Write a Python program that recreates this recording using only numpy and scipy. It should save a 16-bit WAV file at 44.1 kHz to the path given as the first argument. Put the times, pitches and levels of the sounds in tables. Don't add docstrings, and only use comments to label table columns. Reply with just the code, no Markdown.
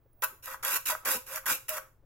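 import sys
import numpy as np
from scipy import signal
from scipy.fft import rfft, irfft
from scipy.io import wavfile

SR = 44100
rng = np.random.default_rng(int(sys.argv[2]) if len(sys.argv) > 2 else 0)


def generate_wav(sig):
    pcm = np.round(np.clip(np.atleast_2d(sig).T, -1, 1) * 32767).astype(np.int16)
    wavfile.write(sys.argv[1], SR, pcm)


N = 90404
T = np.arange(N) / SR


def from_db(db):
    return 10 ** (np.asarray(db) / 20)


def unit_rms(x):
    return x / np.sqrt(np.mean(x ** 2) + 1e-20)


def unit_energy(x):
    return x / np.sqrt(np.sum(x ** 2, axis=-1, keepdims=True) + 1e-20)


def through(x, response):
    return signal.fftconvolve(np.atleast_2d(x), np.atleast_2d(response), axes=-1)[:, :N]


def colour(x, hz, db):
    f = np.maximum(np.fft.rfftfreq(2 * N, 1 / SR), 1)
    curve = unit_rms(from_db(np.interp(np.log(f), np.log(hz), db)))
    return irfft(rfft(x, 2 * N) * curve)[..., :N]


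def delayed(x, seconds):
    return np.interp(T - seconds, T, x, left=0)


def stereo(mid, side):
    return mid + side * np.array([[1], [-1]])


def pan(db):
    return from_db([[db / 2], [-db / 2]])


def drift(hz):
    pole = np.exp(-2 * np.pi * hz / SR)
    smooth = signal.sosfilt([1, 0, 0, 1, -2 * pole, pole * pole], rng.standard_normal(N + SR))
    return unit_rms(smooth[SR:])


def ringing(modes, signs=1):
    hz, width, db = np.transpose(modes)[:, :, None]
    t = T[:SR // 4]
    partials = signs * from_db(db) * width * np.exp(-np.pi * width * t) * np.sin(2 * np.pi * hz * t)
    low_cut = signal.butter(2, hz.min() / 2, "high", fs=SR, output="sos")
    return unit_energy(signal.sosfilt(low_cut, partials.sum(axis=0)))


def tail(t60_s):
    return unit_energy(rng.standard_normal((2, N)) * from_db(-60 * T / t60_s))


def contact(start, length, *levels_db, attack_s=.003, release_s=.0088):
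    bite = np.clip((T - start) / attack_s, 0, 1)
    let_go = np.exp(-np.maximum(T - start - length, 0) / release_s)
    times = np.linspace(start, start + length, len(levels_db))
    return bite * let_go * from_db(np.interp(T, times, levels_db))


def slips(per_s=3500, spread_db=3.5):
    sizes = from_db(spread_db * np.minimum(rng.exponential(1, N), 4)) * rng.choice([-1, 1], N)
    return unit_rms(sizes * (rng.random(N) < per_s / SR))


# f/Hz, relative level/dB
ROOM_TONE_EQ = [(20, 9), (60, 2), (90, 0), (125, 7.5), (165, -14), (400, -10.5), (700, -19), (1500, -24.5),
                (3000, -37.5), (16000, -46)]


def room_tone():
    mid, side = from_db(-63.5) * colour(rng.standard_normal((2, N)), *np.transpose(ROOM_TONE_EQ))
    return pan(2.5) * stereo(mid, from_db(-13) * side)


# centre t/s, half length/s, f/Hz, level/dB
RUBS = [(0.06, 0.0066, 397, -60.5), (0.147, 0.0085, 380, -70), (0.193, 0.025, 690, -70.5),
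        (0.337, 0.021, 378, -62), (0.607, 0.017, 1320, -62), (0.745, .018, 400, -48),
        (1.085, .03, 290, -51), (1.16, .02, 240, -48), (1.51, .02, 250, -48), (1.052, 0.018, 1130, -50),
        (1.471, 0.029, 1260, -47), (1.848, 0.047, 1350, -64), (2.033, 0.0075, 500, -65.5)]


def hand_rubs(relative_width=.25):
    out = 0
    for centre, half, hz, db in RUBS:
        swell = from_db(db) * np.exp(-((T - centre) / half) ** 2)
        out = out + through(slips() * swell, ringing([(hz, relative_width * hz, 0)]))
    return out


def tool_clink(at_s=.131, hz=10800, width_hz=100):
    touch = from_db(-47) * (np.arange(N) == int(at_s * SR))
    return through(touch, ringing([(hz, width_hz, 0)]))


# t/s, length/s, rasp level/dB (start, middle, end),
# board level/dB (start, middle, end), bench level/dB
STROKES = [ (0.219, 0.022, -39, -26, -26.5, -36.5, -26, -29.5, -51),
           (0.424, 0.12, -46, -41, -39, -66.5, -41.5, -38.5, -71),
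           (0.625, 0.14, -33, -26, -23.5, -37.5, -34.5, -35, -57.5),
           (0.855, 0.1, -24.5, -24, -47.5, -42, -33, -47, -60.5),
           (1.049, 0.12, -26.5, -22.5, -30.5, -28, -32.5, -44, -49),
           (1.26, 0.12, -46.5, -36, -34.5, -56.5, -44, -37.5, -64.5),
           (1.456, 0.1, -28.5, -21.5, -30.5, -31, -31.5, -49.5, -53.5),
           (1.681, 0.1, -30.5, -35, -36, -39, -44, -40, -61.5)]
# f/Hz, relative left level/dB, relative right level/dB
SLOT_EQ = [(500, -33, -19.5), (1556, -5, -5.5), (2470, -5, -0.5), (2870, -2, -5), (4120, -12.5, -10),
           (5360, -3.5, -5), (6830, -4.5, -1), (7300, -1.5, -2.5), (8100, -15, 1.5), (9200, -4.5, 0.5),
           (10000, -4, 1.5), (11320, 6.5, 11.5), (12220, -5, 3), (13000, 9, 11.5), (15550, 0.5, -14.5),
           (15440, 5, 9.5), (18500, -14.5, -21.5)]


def slot_rasp(grip, centre_share=.27, shelf_hz=8500, shelf_db=(-7.5, -6)):
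    grains = np.sqrt(centre_share) * slips() + np.sqrt(1 - centre_share) * np.array([slips(), slips()])
    force = grains * grip * sum(contact(*stroke[:2], *stroke[2:5]) for stroke in STROKES)
    stroke_ends = [t for start, length, *_ in STROKES for t in (start, start + length)]
    shelf = from_db(np.interp(T, stroke_ends, np.resize(shelf_db, len(stroke_ends))))
    treble = signal.sosfiltfilt(signal.butter(2, shelf_hz, "high", fs=SR, output="sos"), force)
    force = force + (shelf - 1) * treble + edge_ticks()
    there_and_back_s = [.000904, .0007236, .0007236, .000904]
    echo_s = np.interp(T, stroke_ends, np.resize(there_and_back_s, len(stroke_ends)))
    force = force + from_db(-5) * np.array([delayed(channel, echo_s) for channel in force])
    ring_gain = from_db(-1.5)
    rung = (force + ring_gain * through(force, tail(t60_s=.028))) / np.hypot(1, ring_gain)
    hz, *curves_db = np.transpose(SLOT_EQ)
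    left, right = [colour(channel, hz, db) for channel, db in zip(rung, curves_db)]
    return pan(-1.2) * np.array([left, delayed(right, 4 / SR)])


# f/Hz, width/Hz, relative level/dB
BOARD_MODES = [(499.3, 8.9, -14), (533.5, 12.3, -1.5), (631.5, 21, 0), (846.6, 26, 8.5), (988, 42.3, 7),
               (1120, 28, 7.5), (1269, 66, 3.5), (1400, 69, 2.5), (1494, 30, 6.5), (1595, 61, 3.5),
               (1762, 110, -3), (1951, 79, -0.5), (2412, 96, -13.5), (2730, 67, -10)]


def board_ring(grip, scoop_hz=782, scoop_width_hz=470):
    polarity = (-1) ** np.arange(len(BOARD_MODES))[:, None]
    scoop = signal.iirnotch(scoop_hz, scoop_hz / scoop_width_hz, fs=SR)
    board = signal.lfilter(*scoop, ringing(BOARD_MODES, polarity))
    pressure = grip * sum(contact(*stroke[:2], *stroke[5:8]) for stroke in STROKES)
    mid = through(slips() * pressure, board) + judder(board) + end_knocks(board)
    side = from_db(-12.5) * through(slips() * pressure, board)
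    return stereo(mid, side)


# f/Hz, width/Hz, relative level/dB
BENCH_MODES = [(516, 50, 25), (770, 53, 17), (860, 60, -4.5)]


def bench_shake():
    weight = sum(contact(start, length, bench_db) for start, length, *_, bench_db in STROKES)
    return through(slips() * weight, ringing(BENCH_MODES))


# t/s, level/dB
EDGE_TICKS = [(0.222, -21), (0.243, -16), (0.429, -42), (0.458, -25.5), (0.649, -19.5), (0.856, -26.5),
              (1.056, -23), (1.267, -39), (1.359, -20), (1.692, -17.5)]


def edge_ticks(decay_s=.0011):
    bursts = sum(from_db(db) * (T >= at) * np.exp(-np.abs(T - at) / decay_s) for at, db in EDGE_TICKS)
    return bursts * rng.standard_normal((2, N))


# t/s, length/s, first rate/Hz, last rate/Hz, level/dB
JUDDER_RUNS = [(0.467, 0.066, 546.7, 487, -52), (0.638, 0.085, 495.5, 590.6, -48),
               (0.892, 0.020, 1020, 852, -38), (0.898, 0.033, 700, 613.5, -41.5),
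               (1.054, 0.12, 560, 500, -45), (1.297, 0.054, 510, 612.4, -49), (1.685, 0.098, 630, 562, -44)]


def judder(board, jitter=.045, band_hz=(350, 700), spread_db=2):
    wobble = 1 + jitter * drift(hz=120)
    soften = signal.butter(2, band_hz, "band", fs=SR, output="sos")
    out = 0
    for start, length, first_hz, last_hz, db in JUDDER_RUNS:
        rate_hz = np.interp(T, [start, start + length], [first_hz, last_hz]) * wobble
        slip_count = np.floor(np.cumsum(rate_hz) / SR)
        pulses = np.diff(slip_count, prepend=0) * from_db(spread_db * rng.standard_normal(N))
        buzz = through(signal.sosfilt(soften, pulses) * contact(start, length, 0), board)
        out = out + from_db(db) * np.sqrt(length * SR) * unit_energy(buzz)
    return out


# t/s, level/dB
END_KNOCKS = [(0.479, -19), (0.544, -17), (0.643, -12), (0.899, -8.5), (0.951, -8), (1.37, -21),
              (1.376, -14.5), (1.475, -24), (1.512, -16), (1.771, -21.5), (1.782, -12.5)]


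def end_knocks(board, hz=1313, width_hz=380):
    hits = np.zeros(N)
    for at, db in END_KNOCKS:
        hits[int(at * SR)] = from_db(db)
    hollow = ringing([(hz, width_hz, 0)])
    edge = ringing([(hz, 2 * width_hz, 0)])
    knock = unit_energy(through(edge, hollow))
    return through(hits, knock) + from_db(-9) * through(hits, board)


def room_reverb(send):
    return through(send, from_db(-11.5) * tail(t60_s=.21) + from_db(-12) * tail(t60_s=.33))


def scene():
    grip = unit_rms(from_db(1.5 * drift(hz=98)))
    rasp = slot_rasp(grip)
    body = pan(.1) * (board_ring(grip) + bench_shake())
    wet_mid, wet_side = from_db(-2.5) * room_reverb(body.mean(axis=0))
    reverb = room_reverb(rasp) + stereo(wet_mid, from_db(-.5) * wet_side)
    return room_tone() + hand_rubs() + tool_clink() + rasp + body + reverb


def record(dry):
    return signal.sosfilt(signal.ellip(12, .1, 80, 15900, fs=SR, output="sos"), dry)


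dry = scene()
out = record(dry)
generate_wav(out)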